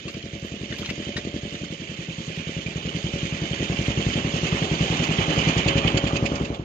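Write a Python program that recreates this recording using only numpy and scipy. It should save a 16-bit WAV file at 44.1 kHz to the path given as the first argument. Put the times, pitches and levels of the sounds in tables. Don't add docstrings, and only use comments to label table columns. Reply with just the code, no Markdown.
import sys
import numpy as np
from scipy import signal
from scipy.fft import rfft, irfft, next_fast_len
from scipy.io import wavfile
from scipy.ndimage import uniform_filter1d, map_coordinates

SR = 44100
rng = np.random.default_rng(int(sys.argv[2]) if len(sys.argv) > 2 else 0)


def how_loud(loudness_db):
    steps = np.asarray(loudness_db, float) / 20
    return 10 ** steps


def transcribe(signal):
    frames = np.atleast_2d(signal).T
    limited = np.clip(frames, -1, 1)
    pcm = np.round(limited * 32767).astype(np.int16)
    wavfile.write(sys.argv[1], SR, pcm)


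N = 292956

# time of an exhaust blast in seconds, firing number, valve lag in ms.
SHAFT = [(0.0542, 0, 22.0), (0.6122, 6, 22.6), (0.8887, 9, 22.5), (1.1603, 12, 22.1), (1.7044, 18, 20.8),
         (1.9894, 21, 23.2), (2.2789, 24, 23.6), (2.8538, 30, 23.4), (3.1373, 33, 23.1), (3.6987, 39, 22.9),
         (3.9749, 42, 22.5), (4.2476, 45, 22.1), (4.5252, 48, 22.8), (4.8078, 51, 23.7), (5.9449, 63, 25.6),
         (6.2261, 66, 25.7), (6.5035, 69, 25.9)]
# time in seconds, nearness in dB, engine load on the blast in dB,
# where the pipe mouth points (-1 away from the camera to 1 toward it).
APPROACH = [(0, 0.3, -0.5, -0.05), (.4, 0, 0, 0.37), (.9, 4, -4, 0.48), (1.3, 2.5, -0.5, 0.98),
            (1.7, 2, -4.5, -0.2), (2.1, 3, -3, -1.3), (2.5, 4.5, -1.7, -0.6), (2.9, 5.5, 1.5, -0.14),
            (3.4, 7.5, -0.3, 0.056), (3.9, 10, 1.6, 0.6), (4.2, 11, -1, 0.012), (4.7, 12.5, -1.4, -0.12),
            (5.1, 13.5, -3, -0.38), (5.5, 15, -1.8, 0.25), (5.8, 15, -1.9, 0.73), (6.05, 13.5, -2.5, 0.95),
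            (6.3, 12.5, -2, 0.96)]


def unit(x):
    return x / np.sqrt(np.mean(x ** 2) + 1e-20)


def along(points, hz):
    f, v = np.transpose(points)
    return np.interp(np.log(hz + 1), np.log(f + 1), v)


def curves(rows, t):
    s, *cols = np.transpose(rows)
    return [np.interp(t, s, c) for c in cols]


def wobble(rate):
    knots = rng.standard_normal(int(N * rate / SR) + 4)
    return map_coordinates(knots, [np.arange(N) * rate / SR])


def past(t, start_s, db_per_s):
    return db_per_s * np.maximum(t - start_s, 0)


def filtered(x, response):
    m = next_fast_len(N + SR // 2)
    return irfft(rfft(x, m) * response(np.fft.rfftfreq(m, 1 / SR)), m)[..., :N]


def modes(table, soft_hz):
    def response(f):
        ring = sum(how_loud(db) * 1j * f * 50 / (c * c - f * f + 1j * f * w) for c, w, db in table)
        return ring * np.exp(-(f / soft_hz) ** 2)
    return response


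def hiss(spectrum, lumps=1, patchy_db=2.0):
    # frequency in Hz, likeness of the left and right noise from 0 to 1.
    likeness = [(60, .98), (300, .95), (700, .8), (1400, .62), (3000, .55), (6000, .33), (15000, .2)]
    z = signal.stft(lumps * rng.standard_normal((2, N)), nperseg=512)[2]
    blotches = uniform_filter1d(rng.standard_normal(z.shape[1:]), size=3, axis=0)
    blotches = uniform_filter1d(blotches, size=4, axis=1)
    own, right = signal.istft(z * how_loud(patchy_db * unit(blotches)), nperseg=512)[1][:, :N]
    left = filtered(right, lambda hz: along(likeness, hz))
    left = left + filtered(own, lambda hz: np.sqrt(1 - along(likeness, hz) ** 2))
    return unit(filtered(np.array([left, right]), lambda hz: how_loud(along(spectrum, hz))))


def blows(s, db):
    at = np.round(s * SR).astype(int)
    return np.bincount(at[at < N], how_loud(db)[at < N], N)


def firing_count(t):
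    s, number, _ = np.transpose(SHAFT)
    times = np.r_[2 * s[0] - s[1], s, 2 * s[-1] - s[-2]]
    numbers = np.r_[-number[1], number, 2 * number[-1] - number[-2]]
    return np.interp(t, times, numbers)


def rustle():
    # frequency in Hz, level in dB per Hz.
    leaves = [(7000, -64), (9500, -17), (11000, -9), (13000, 3), (14800, 12.5), (15500, 9.5), (15700, -120)]
    return how_loud(-77) * hiss(leaves, how_loud(1.5 * wobble(7)), patchy_db=2.5)


def pot():
    # start in seconds, peak level in dB, bubble pitch in Hz, length in ms.
    splashes = [(0.08, -28, 2680, 18), (0.141, -30.5, 2400, 11.5), (0.226, -28, 3070, 7.2),
                (0.725, -20, 1820, 5.9), (0.738, -32.5, 1600, 17), (.784, -30, 2300, 19),
                (0.829, -27, 1240, 8.2), (0.847, -28, 2480, 12), (.858, -20.5, 3100, 9.5),
                (0.89, -23, 2010, 9.5), (0.9, -19.5, 2580, 12), (1.024, -34, 1920, 15),
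                (1.165, -23, 1837, 22.4), (1.552, -30, 2950, 9.5)]
    # peak time in seconds, peak level in dB.
    drops = [(0.1161, -56.5), (0.1815, -62.5), (0.38, -57.5), (0.4529, -54.5), (0.7806, -47.5),
             (0.8575, -54.5), (0.8904, -51.5), (1.0111, -66), (1.1707, -60), (2.3501, -69), (2.3685, -61),
             (2.6209, -72), (2.84, -65), (2.9677, -61.5), (4.2722, -64), (4.7263, -60), (4.8618, -58),
             (5.0424, -51), (5.3333, -53), (5.879, -57.5), (5.9728, -59), (6.1659, -62)]
    water, fizz = np.zeros(N + SR), np.zeros((2, N + SR))
    t = np.arange(SR // 16) / SR
    for s, db, hz, ms in splashes:
        u = t / (ms / 3000)
        swell = np.sqrt(u) * np.exp(.5 - 0.78 * u)
        pitch = hz * np.r_[1, np.exp(rng.normal(.3, .3, size=3))][:, None]
        bubbles = np.sin(2 * np.pi * pitch * t * (1 + 1.19 * t)) * how_loud([[0], [-3], [-5], [-7]])
        spray = 1.2 * ms / 10 * rng.standard_normal(len(t))
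        water[round(s * SR):][:len(t)] += how_loud(db - 8.5) * swell * (bubbles.sum(0) + spray)
    for s, db in drops:
        swell = t / 0.017 * np.exp(1 - t / 0.014)
        drop = how_loud(db + 3.5) * swell * rng.standard_normal((2, len(t)))
        fizz[:, round((s - .008) * SR):][:, :len(t)] += drop
    body = filtered(water[:N], lambda hz: 1 / (1 + (900 / (hz + 1)) ** 4) / (1 + (hz / 6000) ** 7))
    near = np.array([how_loud(5.0) * body, how_loud(-1.0) * np.roll(body, shift=-3)])
    return near + how_loud([[-12], [.1]]) * filtered(fizz[:, :N], lambda hz: 1 / (1 + (10500 / (hz + 1)) ** 6))


def belt():
    # peak time in seconds, peak level in dB, ring pitch in Hz, level of the high rings in dB.
    slips = [(2.665, -19.5, 2390, -33), (2.8594, -24.5, 2690, -16), (2.9612, -26, 2280, -12),
             (3.0688, -25, 3060, -21), (3.26, -22.5, 2320, -19), (3.8613, -18, 3000, -31),
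             (4.1361, -15.5, 2960, -30), (4.4712, -16, 2490, -16), (5.04, -15, 2400, -8),
             (5.188, -12.5, 3140, -36), (5.3883, -18.5, 3030, -4), (5.4874, -18.5, 2630, 2),
             (5.581, -17, 3040, -7), (5.683, -11.5, 2580, -6), (5.782, -9.5, 3100, -23),
             (5.877, -8, 3020, -28), (5.9746, -10.5, 3070, -9), (6.0724, -13.5, 2480, -15),
             (6.1652, -10, 2550, -16), (6.2608, -12, 2490, -18), (6.3573, -19.5, 2430, -1.5),
             (6.452, -19, 2700, -14), (6.545, -24.5, 3440, -16)]
    out, t = np.zeros((2, N + SR)), np.arange(SR // 16) / SR
    swell = (t / .011) ** 3 * np.exp(3 * (1 - t / .011))
    swell = swell + .5 * np.exp(-abs(t - .011) / .0018)
    f = np.fft.rfftfreq(len(t), 1 / SR)

    def peak(hz, width_hz):
        return 1 / (1 + ((f - hz) / width_hz) ** 2)

    for s, db, hz, top_db in slips:
        high = rng.uniform((4200, 6300), (5200, 7100))
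        top = peak(high[0], 250) + peak(high[1], 200) + 0.096
        colour = peak(hz, 120) + 0.47 * peak(2700, 810) + how_loud(top_db + 2) * top
        band = (f < 7800) * (f > 1500)
        own, right = irfft(rfft(rng.standard_normal((2, len(t)))) * colour * band, len(t))
        air = unit(np.array([0.3 * right + 0.97 * own, right]))
        out[:, round((s - .009) * SR):][:, :len(t)] += how_loud(db - 9.5) * swell * air
    return out[:, :N]


def gears():
    teeth = 52.3
    t = np.arange(N) / SR
    turns = 2 * np.pi * uniform_filter1d(firing_count(t), size=6000)

    def load_db():
        return 2.85 * np.cos(turns - 1.9) + 3.0 * wobble(8)

    main = how_loud(load_db()) * np.sin(teeth * turns + .9 * wobble(18))
    pump = how_loud(load_db() - 8) * np.sin(1.19 * teeth * turns + 1.6 * wobble(35))
    near_db, _, turn = curves(APPROACH, t)
    return how_loud(-50.5 + 0.79 * near_db + 4.5 * turn) * (main + pump)


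def clatter():
    # frequency in Hz, level in dB per Hz.
    housing = [(880, -23.5), (1500, -11.5), (2320, -2), (2830, -2), (3060, 1), (3820, -18), (4300, -20),
               (5590, -62.5), (9460, -120)]
    fins = [(2120, -19), (3600, 2.5), (3830, -1.5), (4460, -2.5), (4800, -3.5), (5450, -6.5), (6120, -5),
            (6670, -1), (6840, -6), (7920, -16.5), (9000, -31.5), (13100, -39), (14800, -71.5),
            (15500, -53.5)]
    frame = [(200, -120), (450, -16), (680, -3.5), (800, -0.5), (930, -6), (1150, -1), (1500, -8),
             (2200, -17.5), (4000, -120)]
    t = np.arange(N) / SR
    near_db = curves(APPROACH, t)[0]
    housing_db = -39 + near_db - past(t, start_s=5.74, db_per_s=13)
    fins_db = -44.5 + 0.87 * near_db - past(t, start_s=5.19, db_per_s=7)
    frame_db = -58.5 + 1.79 * near_db
    cycle_db = .9 * np.cos(2 * np.pi * (firing_count(t) - .3))
    ticks = how_loud(cycle_db + 1.3 * wobble(400) + .4 * wobble(40))

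    def own(depth_db):
        return ticks * how_loud(depth_db * wobble(90) + 0.56 * wobble(8))

    sound = how_loud(housing_db) * hiss(housing, own(0.68))
    sound = sound + how_loud(fins_db) * hiss(fins, own(0.9))
    return sound + how_loud(frame_db) * hiss(frame, own(1.0))


def exhaust():
    # frequency in Hz, width in Hz, level in dB.
    upper_pipe = [(283, 56, -4.5), (410, 120, -12), (595, 210, -12.5)]
    lowest_pipe = [(161.6, 14.4, 1)]
    silencer = [(63.4, 12.8, -6.5), (106, 19.5, -6)]
    valve = [(105, 61, -7.5), (206, 43, -1.5), (313, 85, -3.5), (464, 660, -9)]
    # frequency in Hz, level in dB per Hz.
    rumble = [(18, -27), (30, -26), (59, -19), (113, -9.5), (167, -7), (255, -9), (316, -9), (412, -10.5),
              (545, -16.5), (614, -16.5), (720, -27), (940, -49), (1580, -120)]
    t = np.arange(N) / SR
    count = firing_count(t)
    start = np.interp(np.arange(int(count[-1]) + 1), count, t)
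    lag = curves(SHAFT, start)[1] / 1000
    near_db, load_db, turn = curves(APPROACH, start)
    luck = rng.standard_normal((len(start), 5))

    blast_db = -31.5 + near_db + load_db
    bark = blows(start, blast_db + 10 * turn + 0.4 * luck[:, 0] + 43.5)
    pipe = filtered(bark, modes(upper_pipe, soft_hz=715))
    tone = blows(start, blast_db - 3.5 * turn + 45.5)
    pipe = pipe + filtered(tone, modes(lowest_pipe, soft_hz=750))
    shell = blows(start + 0.00096, blast_db + 2.5 * turn + 1.5 * luck[:, 4] + 48)
    drum = filtered(shell, modes(silencer, soft_hz=320))

    pop_db = -22.5 + 0.63 * near_db + 3.5 * turn - past(start, start_s=4.1, db_per_s=4)
    pops = blows(start + lag, pop_db + .8 * luck[:, 1])
    pops = pops + blows(start + lag + .0118, pop_db - 12 + 1.5 * luck[:, 2])
    pops = pops + blows(start + 2.1 * lag, pop_db - 10.0 + 0.83 * luck[:, 3])
    pop = how_loud(42.5) * filtered(pops, modes(valve, soft_hz=570))

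    around_db, _, facing = curves(APPROACH, t)
    surge = how_loud(2.5 * np.cos(2 * np.pi * (count - .25)) + 1.2 * wobble(30))
    rumble_db = -44.5 + 1.104 * around_db + 0.9 * facing
    turbulence = how_loud(rumble_db) * hiss(rumble, surge, patchy_db=1.5)
    return pipe - drum + pop + turbulence


def ports(pair):
    # frequency in Hz, left level over right in dB.
    shade = [(60, 0.0), (110, 0.0), (200, 0.5), (380, 0.5), (700, -1.5), (1290, -6.0), (2380, -13.0),
             (4400, -10.5), (8120, -10.0), (15000, -11.0)]
    lag_s = 20 / SR

    def response(hz):
        lead = 2 * np.pi * hz * lag_s - 2.2 * hz * 1200 / (1200 ** 2 + hz ** 2)
        level_db = np.array([along(shade, hz), 0 * hz])
        return how_loud(level_db) * np.exp(.5j * lead * np.array([[1], [-1]]))

    return filtered(pair, response)


def scene():
    fade_s, fade_end_s = 6.37, 6.758
    fade = np.clip((fade_end_s - np.arange(N) / SR) / (fade_end_s - fade_s), 0, 1)
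    engine = fade * (exhaust() + gears() + clatter())
    return ports(engine + belt() + rustle()) + pot()


def top_cut(x):
    return signal.sosfilt(signal.butter(12, 16040, fs=SR, output="sos"), x)


def record(dry):
    # frequency in Hz, level in dB under which the camera keeps nothing.
    hearing = [(7000, -110), (7900, -92), (9000, -103.5), (10200, -107.5), (11000, -108), (15500, -108)]
    heard = filtered(dry, lambda f: (f < 15400) / (1 + (46 / (f + 1)) ** 3))
    hz, _, z = signal.stft(heard, SR, nperseg=2048)
    power = uniform_filter1d(abs(z) ** 2, size=5, axis=1)
    around = uniform_filter1d(uniform_filter1d(power, size=9, axis=1), size=9, axis=2)
    audible = power > how_loud(2 * along(hearing, hz))[:, None]
    unmasked = power > 1.05 * around
    kept = audible & unmasked | (hz[:, None] < 7600)
    mix = signal.istft(z * kept, SR, nperseg=2048)[1][:, :N]
    return top_cut(mix)


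dry = scene()
out = record(dry)
transcribe(out)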